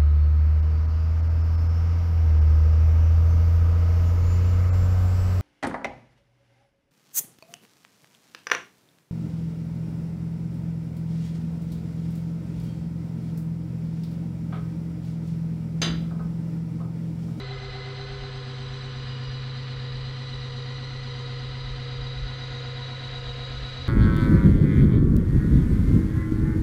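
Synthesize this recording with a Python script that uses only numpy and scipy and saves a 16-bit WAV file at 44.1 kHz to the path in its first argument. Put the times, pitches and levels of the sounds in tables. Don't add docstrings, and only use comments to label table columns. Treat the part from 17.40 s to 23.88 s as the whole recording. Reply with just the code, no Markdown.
import sys
import numpy as np
from scipy import signal
from scipy.fft import rfft, irfft, next_fast_len
from scipy.io import wavfile
from scipy.ndimage import uniform_filter1d, map_coordinates

SR = 44100
rng = np.random.default_rng(int(sys.argv[2]) if len(sys.argv) > 2 else 0)


def attenuation_scalar(level_db):
    decades = np.asarray(level_db, float) / 20
    return 10 ** decades


def waveform_to_disk(signal):
    frames = np.transpose(np.atleast_2d(signal))
    scaled = np.clip(frames, -1, 1) * 32767
    samples = np.round(scaled).astype(np.int16)
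    wavfile.write(sys.argv[1], SR, samples)


N = 285768
TIME_S = np.arange(N) / SR

OPENING_S = [0.251, 1.8, 3.401, 5.902]

# freq_hz, density_db
HULL_SPECTRUM = [(8.8, -37), (15, -6), (38, 1), (55, 4), (75, -10.5), (95, -15.5), (120, -27.5),
                 (210, -120)]
# centre_s, over_calm_db
GUSTS = [(.25, 3), (1.25, 0), (1.57, 6.5), (1.9, 7.5), (2.5, 4), (3.45, 3), (4.05, 6), (4.3, 6.5),
         (4.62, 9), (4.87, 7), (5.7, 2), (6.17, 6.5), (6.45, 9)]
# freq_hz, density_db
DECK_SPECTRUM = [(60, -120), (80, 4), (110, -3), (150, -2), (220, -120)]
# freq_hz, density_db
AIR_SPECTRUM = [(8000, -120), (9500, 1), (11000, -2.5), (13500, -3.5), (14500, -120)]
# time_s, level_db
AIR_LEVEL = [(0, -96), (3, -92), (5.8, -90), (5.95, -83.5), (6.48, -86)]
# freq_hz, level_db
MAINS = (100.25, -48.5)
# start_s, freq_hz, level_db, t60_s
BUMPS = [
    (6.385, 80, -24.5, 0.25),
    (6.392, 268, -35.5, 0.24),
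    (6.44, 42, -46, 0.17),
]

# time_s, speed_hz
SHAFT_SPEED = [(0, 131.49), (0.25, 131.62), (0.75, 132.4), (1.1, 131.16), (1.45, 130.81), (1.8, 129.82),
               (3.2, 129.93), (4.1, 129.06), (4.9, 129.31), (6.48, 129.12)]
# time_s, level_db
SHAFT_HUM = [(0, -38), (.1, -34), (.24, -38.5), (1.45, -35.5), (1.9, -33.5), (2.6, -34), (3.1, -34.8),
             (4.6, -34.5), (6.48, -37.5)]
# time_s, level_db
THIRD_ORDER = [(0, -41), (.3, -43.5), (.8, -42), (1.1, -48.5), (1.5, -49.5), (1.75, -64), (6.48, -67.5)]
CLEAN_LINES = [(36.23, -66, -69, -62, -63), (66, -71, -68, -66, -65), (120.7, -62, -62.5, -63.5, -67),
               (127, -61.5, -60, -62, -84)]

# freq_hz, power_share (0-1)
REPEAT = [(200, .9), (1400, .85), (2000, .6), (3000, .5), (4000, .22), (8000, .2)]
# freq_hz, density_db
RUMBLE_SPECTRUM = [(82, -35.5), (140, -11.5), (165, -19.5), (2050, -20.5), (2500, -24), (4000, -20),
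                   (5600, -38.5), (12300, -130)]
RUMBLE_DB = [-44, -44.5, -45, -43.5]
# freq_hz, gain_db_per_opening x4
LID = [(140, 2.5, -1.5, -3.5, -2.5), (182, 2.5, -3, -2.5, 0.5), (248, 1.5, 3, 5, -4.5),
       (400, 0, -4, -5, -2.5), (800, -0.8, -6, -2, -2), (1250, -2, -1.3, 0.5, -5.5),
       (1620, 1.5, -2.5, -2.5, -0.5), (2050, -1.3, -2.4, -0.8, -0.6)]
# freq_hz, width_hz, level_db_per_opening x4
CASING = [(742, 26, -60.5, -67.5, -90, -69), (1035, 32, -82, -75, -63.5, -61.5),
          (1049, 69, -67.5, -66, -91, -66.5), (537, 29, -70, -69.5, -63.5, -59),
          (1271, 160, -60, -74.5, -64, -55), (1730, 27, -72, -63.5, -76, -85),
          (2032, 98, -51, -76, -58.5, -61), (2940, 180, -62.5, -70, -56, -77),
          (3114, 57, -63.5, -63, -61, -64), (4130, 81, -61, -61, -56, -59),
          (4195, 45, -59, -67.5, -61, -64), (4380, 1200, -61.5, -61, -58.5, -61.5),
          (6180, 75, -71.5, -79.5, -74.5, -72), (7250, 150, -77, -85, -87, -80)]
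# freq_hz, density_db
BRUSH_SPECTRUM = [(4000, -120), (5000, 7), (5400, -13), (6000, 2), (6500, -7), (7500, -9), (8300, -13.5),
                  (10000, -23.5), (12000, -43.5), (13700, -57.5), (14500, -120)]
# freq_hz, width_hz, depth (0-1)
NOTCHES = [(831, 34, 0.5), (450, 46, 0), (580, 53, 0.2), (254, 25, 0.76), (460, 23, .6)]

# casing_hz, t60_s, rise_s, level_db_per_opening x4
WORN = [(238, 0.14, 0.012, -47.5, -42, -44, -47.5), (245, 0.038, 0.0022, -55, -58, -48.5, -41.5),
        (236, 0.048, 0.0085, -55, -44, -54, -50), (407, 0.3, 0.0074, -55, -57.5, -50.5, -56.5),
        (414.4, 0.21, 0.02, -69, -52, -60.5, -55), (728.4, 0.084, 0.011, -67, -57, -54.5, -52),
        (767, 0.064, 0.0026, -43.5, -53.5, -59, -57), (1231, 0.036, 0.0022, -53, -47, -54.5, -44),
        (1260, .03, 0.0021, -60, -45.5, -49.5, -43), (1038, 0.017, 0.0027, -64, -66, -55, -45.5),
        (830, 0.0088, 0.00096, -65, -55, -51, -54), (2850, 0.0045, 0.00088, -48, -59, -45.5, -48.5),
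        (2040, 0.018, 0.0016, -42, -67.5, -51, -60)]
WORN_PLACES = [.72, .6, .4, .9, .3, .62, .87, .55, .68, .85, .59, .85, .02]

MULTIPLES = [3, 4, 6, 8, 10, 12, 20, 24, 28, 32, 40]
# blur_hz, level_db_per_opening x4
MESH = [(30.3, -77, -68, -68, -58), (29.37, -71, -73.5, -61.5, -59), (40.5, -60.5, -58, -60, -57.5),
        (80, -72, -60.5, -53.5, -60.5), (67.8, -64, -63.5, -64, -61.5), (120, -77, -54.5, -66, -55.5),
        (90.5, -60.5, -58.5, -59, -56), (130, -73, -67, -69.5, -70.5), (110.5, -85, -81.5, -79, -75),
        (221.4, -80, -77, -78, -78), (152, -99, -91.5, -90, -91)]
MESH_SWING_DB = [2.2, -2, -0.9, -0.5, 0.5, 0.5, 1.5, -1, 2, -0.3, -0.5]
SECOND_DB = [-56, -52, -48.5, -48]
SECOND_SWING_DB = [.8, 1.1, 3, 2.5]
TOP_DB = [-50, -50, -48.5, -47]

REDUCTION, TEETH, START_TURNS = 16, 30, -0.16
DRIFT_DB = 1.5


def unit(x):
    return x / np.sqrt(np.mean(np.abs(x) ** 2) + 1e-20)


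def curves(rows):
    s, *cols = np.transpose(rows)
    return [np.interp(TIME_S, s, c) for c in cols]


def by_opening(values):
    return np.interp(TIME_S, OPENING_S, values)


def wobble(knots_per_s):
    coarse = np.arange(0, N + 32, 32)
    knots = rng.standard_normal(int(N * knots_per_s / SR) + 4)
    return np.interp(np.arange(N), coarse, map_coordinates(knots, [coarse * knots_per_s / SR]))


def coloured(x, *spectra):
    m = next_fast_len(N + 8192)
    log_hz = np.log(np.fft.rfftfreq(m, 1 / SR) + 1)
    db = 0
    for f, level in map(np.transpose, spectra):
        db = db + np.interp(log_hz, np.log(f + 1), level)
    return unit(irfft(rfft(x, m) * attenuation_scalar(db), m)[:N])


def white():
    return rng.standard_normal(N)


def sine(cycles):
    return np.sqrt(2) * np.sin(2 * np.pi * cycles)


def once_a_turn(turn, place, sharpness):
    return np.exp(-sharpness * (1 - np.cos(2 * np.pi * (turn - place))))


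def hull():
    gust_half_s = 0.1
    level_db = -46.5 + 2.7 * wobble(8)
    for s, db in GUSTS:
        level_db += db * np.exp(-((TIME_S - s) / gust_half_s) ** 2)
    return attenuation_scalar(level_db) * coloured(white(), HULL_SPECTRUM)


def deck():
    return attenuation_scalar(-56.5) * coloured(white(), DECK_SPECTRUM)


def air():
    level_db = curves(AIR_LEVEL)[0] + 0.8 * wobble(9.5)
    return attenuation_scalar(level_db) * coloured(white(), AIR_SPECTRUM)


def mains():
    hz, db = MAINS
    return attenuation_scalar(db + 0.31 * wobble(1.5)) * sine(hz * TIME_S)


def bumps():
    out, rise_s = np.zeros(N), 0.021
    for s, hz, db, t60 in BUMPS:
        age = np.maximum(TIME_S - s, 0)
        out += attenuation_scalar(db - 60 * age / t60) * np.sin(2 * np.pi * hz * age) * (1 - np.exp(-age / rise_s))
    return out


def screw_load(lag_s=0):
    screw_turn_s, tight_s = 0.692, 0.396
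    return np.cos(2 * np.pi * (TIME_S - tight_s - lag_s) / screw_turn_s)


def wheel_turns():
    sag_hz = 0.685
    speed_hz = curves(SHAFT_SPEED)[0] - sag_hz * screw_load()
    return (np.cumsum(speed_hz) / SR + START_TURNS) / REDUCTION


def surface(turn, knots):
    face = rng.standard_normal((4, knots))
    creep = np.linspace(0, 3, N)
    part = creep % 1
    mixed = map_coordinates(face, [creep, turn % 1 * knots], order=1, mode="grid-wrap")
    return unit(mixed / np.hypot(part, 1 - part))


def tooth_noise(turn):
    share = np.interp(np.fft.rfftfreq(N, 1 / SR), *np.transpose(REPEAT))
    alike, chance = rfft([surface(turn, 6000), white()])
    return irfft(np.sqrt(share / 1.4) * alike + np.sqrt(1 - share) * chance, N)


def gear_rumble(rough):
    lid_hz, *lid_db = np.transpose(LID)
    out = np.zeros(N)
    for weight, db, colour_db in zip(np.eye(len(OPENING_S)), RUMBLE_DB, lid_db):
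        out += by_opening(weight) * attenuation_scalar(db) * coloured(rough, RUMBLE_SPECTRUM, np.transpose([lid_hz, colour_db]))
    return out


def casing(rough):
    out = np.zeros(N)
    for hz, width_hz, *db in CASING:
        mode = signal.tf2sos(*signal.iirpeak(hz, hz / width_hz, fs=SR))
        ring = unit(signal.sosfilt(np.vstack([mode, mode]), rough))
        out += attenuation_scalar(by_opening(db) + DRIFT_DB * wobble(1.6)) * ring
    return out


def streaked(x, depth_db):
    z = signal.stft(x, nperseg=1024)[2]
    field = uniform_filter1d(rng.standard_normal(z.shape), size=3, axis=0)
    field = uniform_filter1d(field, size=70, axis=1)
    return signal.istft(z * attenuation_scalar(depth_db * unit(field)), nperseg=1024)[1][:N]


def brushes(turn):
    level_db = by_opening([-66.5, -66.0, -65.5, -64])
    level_db = level_db + 1.1 * np.cos(2 * np.pi * turn) + 0.6 * wobble(3.6)
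    return attenuation_scalar(level_db) * coloured(streaked(white(), depth_db=2.2), BRUSH_SPECTRUM)


def thinned_bands(x):
    for hz, width_hz, depth in NOTCHES:
        x = x - depth * signal.lfilter(*signal.iirpeak(hz, hz / width_hz, fs=SR), x)
    return x


def engine_bay(turn):
    throb_db = 0.66 * np.cos(2 * np.pi * (turn - 0.8)) + 0.5 * surface(turn, 24) + 0.26 * wobble(12.0)
    rough = tooth_noise(turn) * attenuation_scalar(throb_db)
    return thinned_bands(gear_rumble(rough) + casing(rough) + brushes(turn))


def worn_teeth(turn):
    out, t = np.zeros(N), np.arange(SR // 8) / SR
    for place, (hz, t60, rise, *db) in zip(WORN_PLACES, WORN):
        blows = np.zeros(N)
        at = np.flatnonzero(np.diff(np.floor(turn - place)) > 0)
        blows[at] = attenuation_scalar(1.4 * rng.standard_normal(len(at)))
        ring = np.sin(2 * np.pi * hz * t) * attenuation_scalar(-60 * t / t60) * (1 - np.exp(-t / rise)) ** 2
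        out += attenuation_scalar(by_opening(db)) * signal.oaconvolve(blows, ring / np.abs(ring).max())[:N]
    return out


def tone(turn, cycles):
    return sine(cycles * turn + rng.random())


def blurred(turn, cycles, blur_hz):
    knots = max(round(blur_hz / 8), 2)
    repeat = np.interp(cycles * 8, *np.transpose(REPEAT))

    def drift():
        return np.sqrt(repeat) * surface(turn, knots) + np.sqrt(1 - repeat) * unit(wobble(blur_hz))

    return unit(np.real((drift() + 1j * drift()) * np.exp(2j * np.pi * cycles * turn)))


def shaft_hum(turn):
    wheel = 2 * np.pi * (turn - 0.9)
    bend_cycles = 0.14 * np.sin(wheel) / (2 * np.pi)
    hum = (1 + 0.086 * np.cos(wheel)) * sine(REDUCTION * turn - bend_cycles)
    return attenuation_scalar(curves(SHAFT_HUM)[0] + 0.57 + 0.6 * screw_load(lag_s=0.08)) * hum


def third_order(turn):
    chatter = 0.7 * np.exp(-4.5 * np.arange(N) / N) + 0.22
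    dip = 1 - chatter * once_a_turn(turn, place=0.58, sharpness=1.6)
    return attenuation_scalar(curves(THIRD_ORDER)[0]) * dip * tone(turn, 3 * REDUCTION)


def clean_lines(turn):
    return sum(attenuation_scalar(by_opening(db) + 1.5 * wobble(5)) * tone(turn, k) for k, *db in CLEAN_LINES)


def second_mesh(turn):
    slack = 0.48 * once_a_turn(turn, place=0.2, sharpness=3.5)
    catch = by_opening([3.9, 1.2, 0.36, 1.2]) * once_a_turn(turn, place=0.4, sharpness=8)
    steady = (1 - slack + catch) * tone(turn, 2 * TEETH)
    level_db = by_opening(SECOND_DB) + by_opening(SECOND_SWING_DB) * screw_load()
    return attenuation_scalar(level_db) * unit(steady + 0.46 * blurred(turn, 2 * TEETH, blur_hz=29.77))


def top_mesh(turn):
    steady = by_opening([0.23, 0.25, 0.3, 0.77]) * tone(turn, 16 * TEETH)
    level_db = by_opening(TOP_DB) + 1.1 * wobble(2.96)
    return attenuation_scalar(level_db) * unit(steady + blurred(turn, 16 * TEETH + 3, blur_hz=89.25))


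def mesh_ladder(turn):
    out = np.zeros(N)
    for k, swing_db, (blur_hz, *db) in zip(MULTIPLES, MESH_SWING_DB, MESH):
        level_db = by_opening(db) + swing_db * screw_load() + DRIFT_DB * wobble(1.62)
        out += attenuation_scalar(level_db) * blurred(turn, k * TEETH, blur_hz)
    return out


def scene():
    turn = wheel_turns()
    surroundings = hull() + deck() + air() + mains() + bumps()
    shaft = shaft_hum(turn) + third_order(turn) + clean_lines(turn)
    mesh = second_mesh(turn) + top_mesh(turn) + mesh_ladder(turn)
    return (surroundings + engine_bay(turn) + worn_teeth(turn) + shaft + mesh)[None]


def band_limit(x):
    return signal.sosfilt(signal.butter(12, 13760, fs=SR, output="sos"), x)


def record(dry):
    return band_limit(dry)


dry = scene()
out = record(dry)
waveform_to_disk(out)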